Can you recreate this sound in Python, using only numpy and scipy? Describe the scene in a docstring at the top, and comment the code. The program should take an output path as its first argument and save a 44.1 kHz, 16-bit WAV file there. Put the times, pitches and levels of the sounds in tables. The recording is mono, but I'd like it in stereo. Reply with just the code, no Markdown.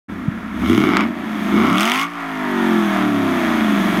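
"""A V8 sports car, parked on paving a few metres away, is revved twice from idle and then slowly runs down.
Its cylinders fire unequally, booming in the silencer and rasping in the tailpipes; at speed the
firings blend into notes. With the throttle open, gas spits out once per engine cycle.
The engine bay hisses throughout and a soft thump sounds during the idle.
Two sharp cracks of unburnt fuel end the first rev."""
import sys
import numpy as np
from scipy import signal
from scipy.fft import rfft, irfft
from scipy.io import wavfile
from scipy.ndimage import uniform_filter1d

SR = 44100
rng = np.random.default_rng(int(sys.argv[2]) if len(sys.argv) > 2 else 0)


def store_wav(level_fs):
    """Save 16-bit WAV to argv[1]."""
    pcm = np.round(np.clip(np.atleast_2d(level_fs), -1, 1) * 32767)
    wavfile.write(sys.argv[1], SR, pcm.T.astype(np.int16))


N = 176400
TIME_S = np.arange(N) / SR


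def gain(db):
    """Turn decibels into a number to multiply by."""
    return 10 ** (np.asarray(db) / 20)


def curve(rows):
    """Join (time_s, value) rows with straight lines."""
    return np.interp(TIME_S, *np.array(rows).T)


def colour(x, points, size=4096):
    """Make some pitches louder and others softer, following (pitch_hz, level_db) rows."""
    hz, db = np.array(points, float).T
    bins_hz = np.arange(size // 2 + 1) * SR / size
    cepstrum = irfft(np.log(gain(np.interp(np.log(bins_hz + 1), np.log(hz), db))))
    # make the filter ring only after a sound, never before it
    cepstrum[1:size // 2] *= 2
    cepstrum[size // 2 + 1:] = 0
    return signal.fftconvolve(x, irfft(np.exp(rfft(cepstrum))))[:N]


def steady(x, size=3600):
    """Hold the average level at 1 without flattening single firings."""
    power = uniform_filter1d(uniform_filter1d(x * x, size), size)
    return x / np.sqrt(np.abs(power) + 1e-18)


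def clicks(times_s, sizes):
    """One click at each time, shared between the two nearest samples."""
    at = np.clip(times_s * SR, 0, N)
    i = at.astype(int)
    before = np.bincount(i, sizes * (1 - at + i), N + 2)
    after = np.bincount(i + 1, sizes * (at - i), N + 2)
    return (before + after)[:N]


def puffs(pulses, decay_s):
    """A fading burst of gas noise after each pulse."""
    fade = signal.lfilter([1], [1, -np.exp(-1 / (decay_s * SR))], pulses)
    return fade * rng.standard_normal(N)


def wobble(rate_hz):
    """A smooth random drift, roughly between -1 and 1."""
    hold = int(SR / rate_hz)
    steps = np.repeat(rng.standard_normal(N // hold + 1), hold)
    return 1.3 * uniform_filter1d(uniform_filter1d(steps, hold), hold)[:N]


def echoes(x, decay_s, size=4096):
    """A short spray of echoes, as strong as the sound itself."""
    tail = rng.standard_normal(size) * np.exp(-np.arange(size) / SR / decay_s)
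    return signal.fftconvolve(x, tail / np.linalg.norm(tail))[:N]


def yard(x):
    """Add the sound that bounces off the paving and parked cars."""
    return x + gain(-14) * echoes(x, decay_s=.006)


# How fast the engine runs. Columns: time_s, firings_per_s
ENGINE_SPEED = [(0, 50), (.3, 51), (.52, 61), (.64, 71), (.76, 107), (.82, 137), (.9, 170), (1, 211),
                (1.07, 235), (1.14, 237), (1.3, 217), (1.5, 201), (1.55, 205), (1.65, 240), (1.78, 312),
                (1.9, 383), (2.02, 447), (2.08, 464), (2.14, 464), (2.3, 427), (2.5, 389), (2.7, 355),
                (2.9, 322), (3.1, 292), (3.3, 262), (3.5, 234), (3.7, 209), (4, 172)]
def firing_rate():
    """Firings per second at each moment; eight firings make one engine cycle."""
    return curve(ENGINE_SPEED)


# When the pedal is pressed. Columns: start_s, end_s
REVS = [(.64, 1.05), (1.521, 2.06)]
def throttle(travel_s=.023):
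    """How far the throttle is open: 0 is shut, 1 is wide open."""
    return sum(np.clip(np.minimum(TIME_S - start, end - TIME_S) / travel_s + .5, 0, 1)
               for start, end in REVS)


# The cylinders in firing order. Columns: boom_db, rasp_db, spit_db, late_by_firings
CYLINDERS = [(0, 0, 0, 0), (-10, -8, -15, .13), (-8, -6, -15, -.1), (-3, -2, -7, .08), (-11, -9, -15, -.04),
             (-3, -2, -6, -.12), (-8, -6, -13, .11), (-10, -8, -15, -.06)]
def firings(rate_hz, pedal):
    """Pulses for the boom, rasp and spit: each cylinder has its own strength and timing."""
    fired = np.cumsum(rate_hz) / SR
    number = np.arange(int(fired[-1]))
    *level_luck, time_luck = rng.standard_normal((2048, 4))[number].T
    *levels_db, lateness = np.array(CYLINDERS)[number % len(CYLINDERS)].T
    times_s = np.interp(number + lateness, fired, TIME_S) + .00004 * time_luck
    # the cylinders are closer in strength at idle
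    uneven = np.interp(np.interp(times_s, TIME_S, rate_hz), [rate_hz.min(), 105], [.2, 1])
    scatter_db = 1.2 + .8 * np.interp(times_s, TIME_S, pedal)
    return [clicks(times_s, gain(uneven * db + scatter_db * luck))
            for db, luck in zip(levels_db, level_luck)]


# The silencer's tone at idle and at speed, and the rumble under it. Columns: pitch_hz, level_db
IDLE_TONE = [(25, -23), (50, -10), (100, -4), (150, -20), (200, 7.5), (235, 3), (265, 0), (300, -3.5),
             (350, -16), (440, -18), (520, -24), (1500, -61)]
SILENCER_TONE = [(25, -53), (50, -37), (85, -28.5), (105, -21.5), (135, -34.5), (170, -9.5), (210, 1),
                 (250, -2), (300, 0.5), (350, -1.5), (390, -7.5), (440, -18), (520, -29.5), (700, -66),
                 (1500, -104)]
RUMBLE_TONE = [(25, -41), (70, -29.5), (140, -22.5), (210, -3.5), (320, -9.5), (420, -26.5), (550, -28),
               (1500, -65)]
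# How loud the boom is, and how much rumble is mixed into it. Columns: time_s, level_db
BOOM_LEVEL = [(0.33, -27.5), (0.5, -29), (0.69, -15.5), (0.7, -12.5), (1.09, -19.5), (1.13, -28),
              (1.5, -20), (1.56, -12), (1.69, -17), (1.71, -15.5), (2.07, -30), (2.1, -34.5), (2.31, -28.5),
              (2.61, -18), (2.75, -14.5), (2.95, -20.5), (3.03, -17), (3.29, -18), (3.4, -19.5),
              (3.75, -15.5), (3.96, -20), (4.0, -15)]
RUMBLE_LEVEL = [(.9, -17), (1.05, -4), (1.2, -2), (1.45, -8), (1.7, -14), (2.1, -22), (2.8, -17),
                (3.5, -11), (4, -8)]
def silencer(pulses, rate_hz, pedal, idle):
    """Firings boom one by one at low speed and blend at high speed, most fully with the throttle shut."""
    idle_beats = steady(colour(pulses, IDLE_TONE))
    fast_beats = steady(colour(pulses, SILENCER_TONE))
    beats = steady(idle * idle_beats + (1 - idle) * fast_beats)
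    rumble = steady(colour(rng.standard_normal(N), RUMBLE_TONE))
    rumble *= gain(curve(RUMBLE_LEVEL)) + idle * gain(-4)
    chord = steady(colour(engine_notes(rate_hz), SILENCER_TONE))
    chord_share = np.interp(rate_hz, [130, 215], [0, 1]) ** .5 * np.interp(pedal, [0, 1], [.97, .6])
    boom = steady(np.sqrt(1 - chord_share) * beats + np.sqrt(chord_share) * chord + rumble)
    return boom * gain(curve(BOOM_LEVEL) + .5)


# How loud the deep throb is. Columns: time_s, level_db
THROB_LEVEL = [(.1, -51), (.45, -47), (.62, -31), (.72, -23.5), (.8, -27), (.9, -28), (1, -63)]
def throb(rate_hz):
    """A deep tone, one wave per firing, heard at low speed."""
    return np.sqrt(2) * np.sin(2 * np.pi * np.cumsum(rate_hz) / SR) * gain(curve(THROB_LEVEL))


# The pipes' tone, throttle open and shut, and the duller firings when shut. Columns: pitch_hz, level_db
OPEN_PIPE_TONE = [(200, -20), (500, -14.5), (680, -0.5), (800, -3), (950, -1), (1150, 5.5), (1330, 5),
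                  (1700, -6), (2230, 4.5), (2550, -14), (2850, -6.5), (3500, -11.5), (4300, -25),
                  (5100, -19.5), (8000, -42), (16000, -65)]
SHUT_PIPE_TONE = [(200, -23.5), (510, -24), (650, -4.5), (820, -8), (970, -3), (1300, -3), (1550, -5.5),
                  (1850, -4), (2300, -10), (2650, -15.5), (3400, -26.5), (4400, -30.5), (8000, -39),
                  (16000, -49)]
SOFT_FIRING_TONE = [(700, 5), (1300, -8.5), (2500, 0.5), (5000, 4), (16000, -71)]
# How loud the rasp is. Columns: time_s, level_db
RASP_LEVEL = [(0.09, -34), (0.1, -37.5), (0.57, -34.5), (0.64, -28), (1.0, -19.5), (1.1, -34),
              (1.44, -29.5), (1.64, -20), (1.96, -21.5), (2.03, -21.5), (2.11, -33.5), (2.21, -27.5),
              (2.35, -29), (2.45, -25), (2.55, -26), (2.59, -23.5), (2.88, -25), (2.96, -21), (3.12, -26.5),
              (3.48, -22.5), (3.68, -24.5), (4.0, -23.5)]
def tailpipes(pulses, rate_hz, pedal, idle):
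    """Each firing snaps in the pipes and trails a puff of gas; the flow is smoother at idle."""
    gas = steady(puffs(pulses, decay_s=.009))
    gas += (gain(-3) + idle * gain(9)) * rng.standard_normal(N)
    overtones = snarl(rate_hz)
    hard_firings = steady(pulses) + gain(-2) * gas
    soft_firings = steady(colour(pulses, SOFT_FIRING_TONE)) + gain(3) * gas
    opened = steady(colour(hard_firings, OPEN_PIPE_TONE)) + colour(overtones, OPEN_PIPE_TONE)
    shut = steady(colour(soft_firings, SHUT_PIPE_TONE)) + colour(overtones, SHUT_PIPE_TONE)
    rasp = steady(yard(pedal * opened + (1 - pedal) * shut))
    return rasp * gain(curve(RASP_LEVEL) + 1)


# The tone of the hiss. Columns: pitch_hz, level_db
HISS_TONE = [(100, -49), (1000, -32), (3400, 14), (4500, -8), (6500, -0.5), (7300, -9.5), (13200, -5),
             (13900, -10), (16000, -17)]
# How loud the hiss is. Columns: time_s, level_db
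HISS_LEVEL = [(.1, -52.5), (.5, -52), (.7, -35), (.9, -38.5), (1.12, -49.5), (1.45, -39), (1.65, -36.5),
              (2, -61), (2.1, -53.5), (2.3, -46), (2.65, -37), (2.98, -36), (3.1, -39.5), (3.45, -36),
              (4, -33.5)]
def engine_bay_hiss():
    """Belts, fan and moving air make a smooth hiss."""
    return steady(colour(rng.standard_normal(N), HISS_TONE)) * gain(curve(HISS_LEVEL))


def thump(middle_s=.2855, width_s=.0058, pitch_hz=160, fall_hz_per_s=5500):
    """A short, dull thump that drops in pitch."""
    t = TIME_S - middle_s
    swell = gain(-7.5) * np.exp(-(t / width_s) ** 2)
    return -swell * np.sin(2 * np.pi * (pitch_hz - fall_hz_per_s * t / 2) * t)


# The tone of the spitting gas. Columns: pitch_hz, level_db
SPIT_TONE = [(600, -43), (2000, 14), (3300, 11), (4300, -2), (5100, 0), (6600, -2.5), (7500, -6.5),
             (13000, -8.5), (16000, -18)]
# How loud the spitting is. 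Columns: time_s, level_db
SPIT_LEVEL = [(.6, -70), (.68, -33.5), (.8, -34.5), (.9, -49), (1.02, -62), (1.1, -68), (1.48, -65),
              (1.6, -43), (1.76, -27.5), (1.81, -21), (1.9, -21.5), (2.02, -23.5), (2.08, -44)]
def spitting_gas(pulses):
    """Bright, short puffs of gas; the strongest cylinder stands out once per cycle."""
    gas = yard(puffs(pulses, decay_s=.0016))
    return steady(colour(gas, SPIT_TONE)) * gain(curve(SPIT_LEVEL))


# The engine's main notes. Columns: waves_per_cycle, level_db
MAIN_NOTES = [(3, 6), (4, -9), (5, -1), (6, -7), (7, -8), (8, 2), (9, -10), (10, -7), (11, -5), (12, -11),
              (13, -9), (14, -10)]
def engine_notes(rate_hz, rows=MAIN_NOTES, wobble_db=2.6, wobble_hz=8):
    """At speed the firings blend into wavering notes, each a multiple of the cycle rate."""
    cycles = np.cumsum(rate_hz) / SR / len(CYLINDERS)
    chord = np.zeros(N)
    for waves, db in rows:
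        level = gain(db + wobble_db * wobble(wobble_hz))
        chord += level * np.sin(2 * np.pi * (waves * cycles + rng.random()))
    return chord


def snarl(rate_hz, count=28, lowest_multiple=14, step_db=-.16, full_at_hz=350):
    """Higher notes on top of the main ones, growing louder as the engine speeds up."""
    rows = [(lowest_multiple + k, step_db * k) for k in range(count)]
    strength = gain(3) * np.minimum(rate_hz / full_at_hz, 1) ** 2
    return strength * steady(engine_notes(rate_hz, rows, wobble_db=4, wobble_hz=5))


# The two exhaust cracks. Columns: start_s, level_db
CRACKS = [(.9695, -1), (1.008, -7)]
# The tone of a crack. Columns: pitch_hz, level_db
CRACK_TONE = [(200, -19), (1200, 12), (2500, 5.5), (5000, -8.5), (8000, -17.5), (16000, -29)]
def exhaust_cracks():
    """Unburnt fuel pops in the pipe as the first rev ends."""
    start_s, level_db = np.array(CRACKS).T
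    return colour(puffs(clicks(start_s, gain(level_db)), decay_s=.0011), CRACK_TONE)


# How strong the echoes from the sides are. Columns: pitch_hz, level_db
SIDE_TONE = [(50, -4.5), (280, -27.5), (600, -14.5), (1200, -25.5), (2300, -11), (4200, -5), (8000, -6),
             (15000, -10.5)]
def scene():
    """The car is straight ahead; nearby echoes spread its sound to the left and right."""
    rate_hz, pedal = firing_rate(), throttle()
    idle = np.interp(rate_hz, [64, 97], [1, 0])  # 1 at idle, 0 once the engine speeds up
    boom_pulses, rasp_pulses, spit_pulses = firings(rate_hz, pedal)
    car = spitting_gas(spit_pulses)
    car += silencer(boom_pulses, rate_hz, pedal, idle) + throb(rate_hz)
    car += tailpipes(rasp_pulses, rate_hz, pedal, idle)
    car += exhaust_cracks() + thump() + engine_bay_hiss()
    side = echoes(colour(car, SIDE_TONE), decay_s=.02)
    return np.array([car + side, car - side])


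def record(dry, start_s=.082, fade_s=.017, top_hz=15900):
    """Fade in after a moment of silence, clip the tallest peaks and cut the highest treble."""
    fade_in = np.clip((TIME_S - start_s) / fade_s, 0, 1)
    treble_cut = signal.ellip(10, .2, 80, top_hz, fs=SR, output="sos")
    return signal.sosfilt(treble_cut, np.clip(dry * fade_in, -.95, .95))


dry = scene()
out = record(dry)
store_wav(out)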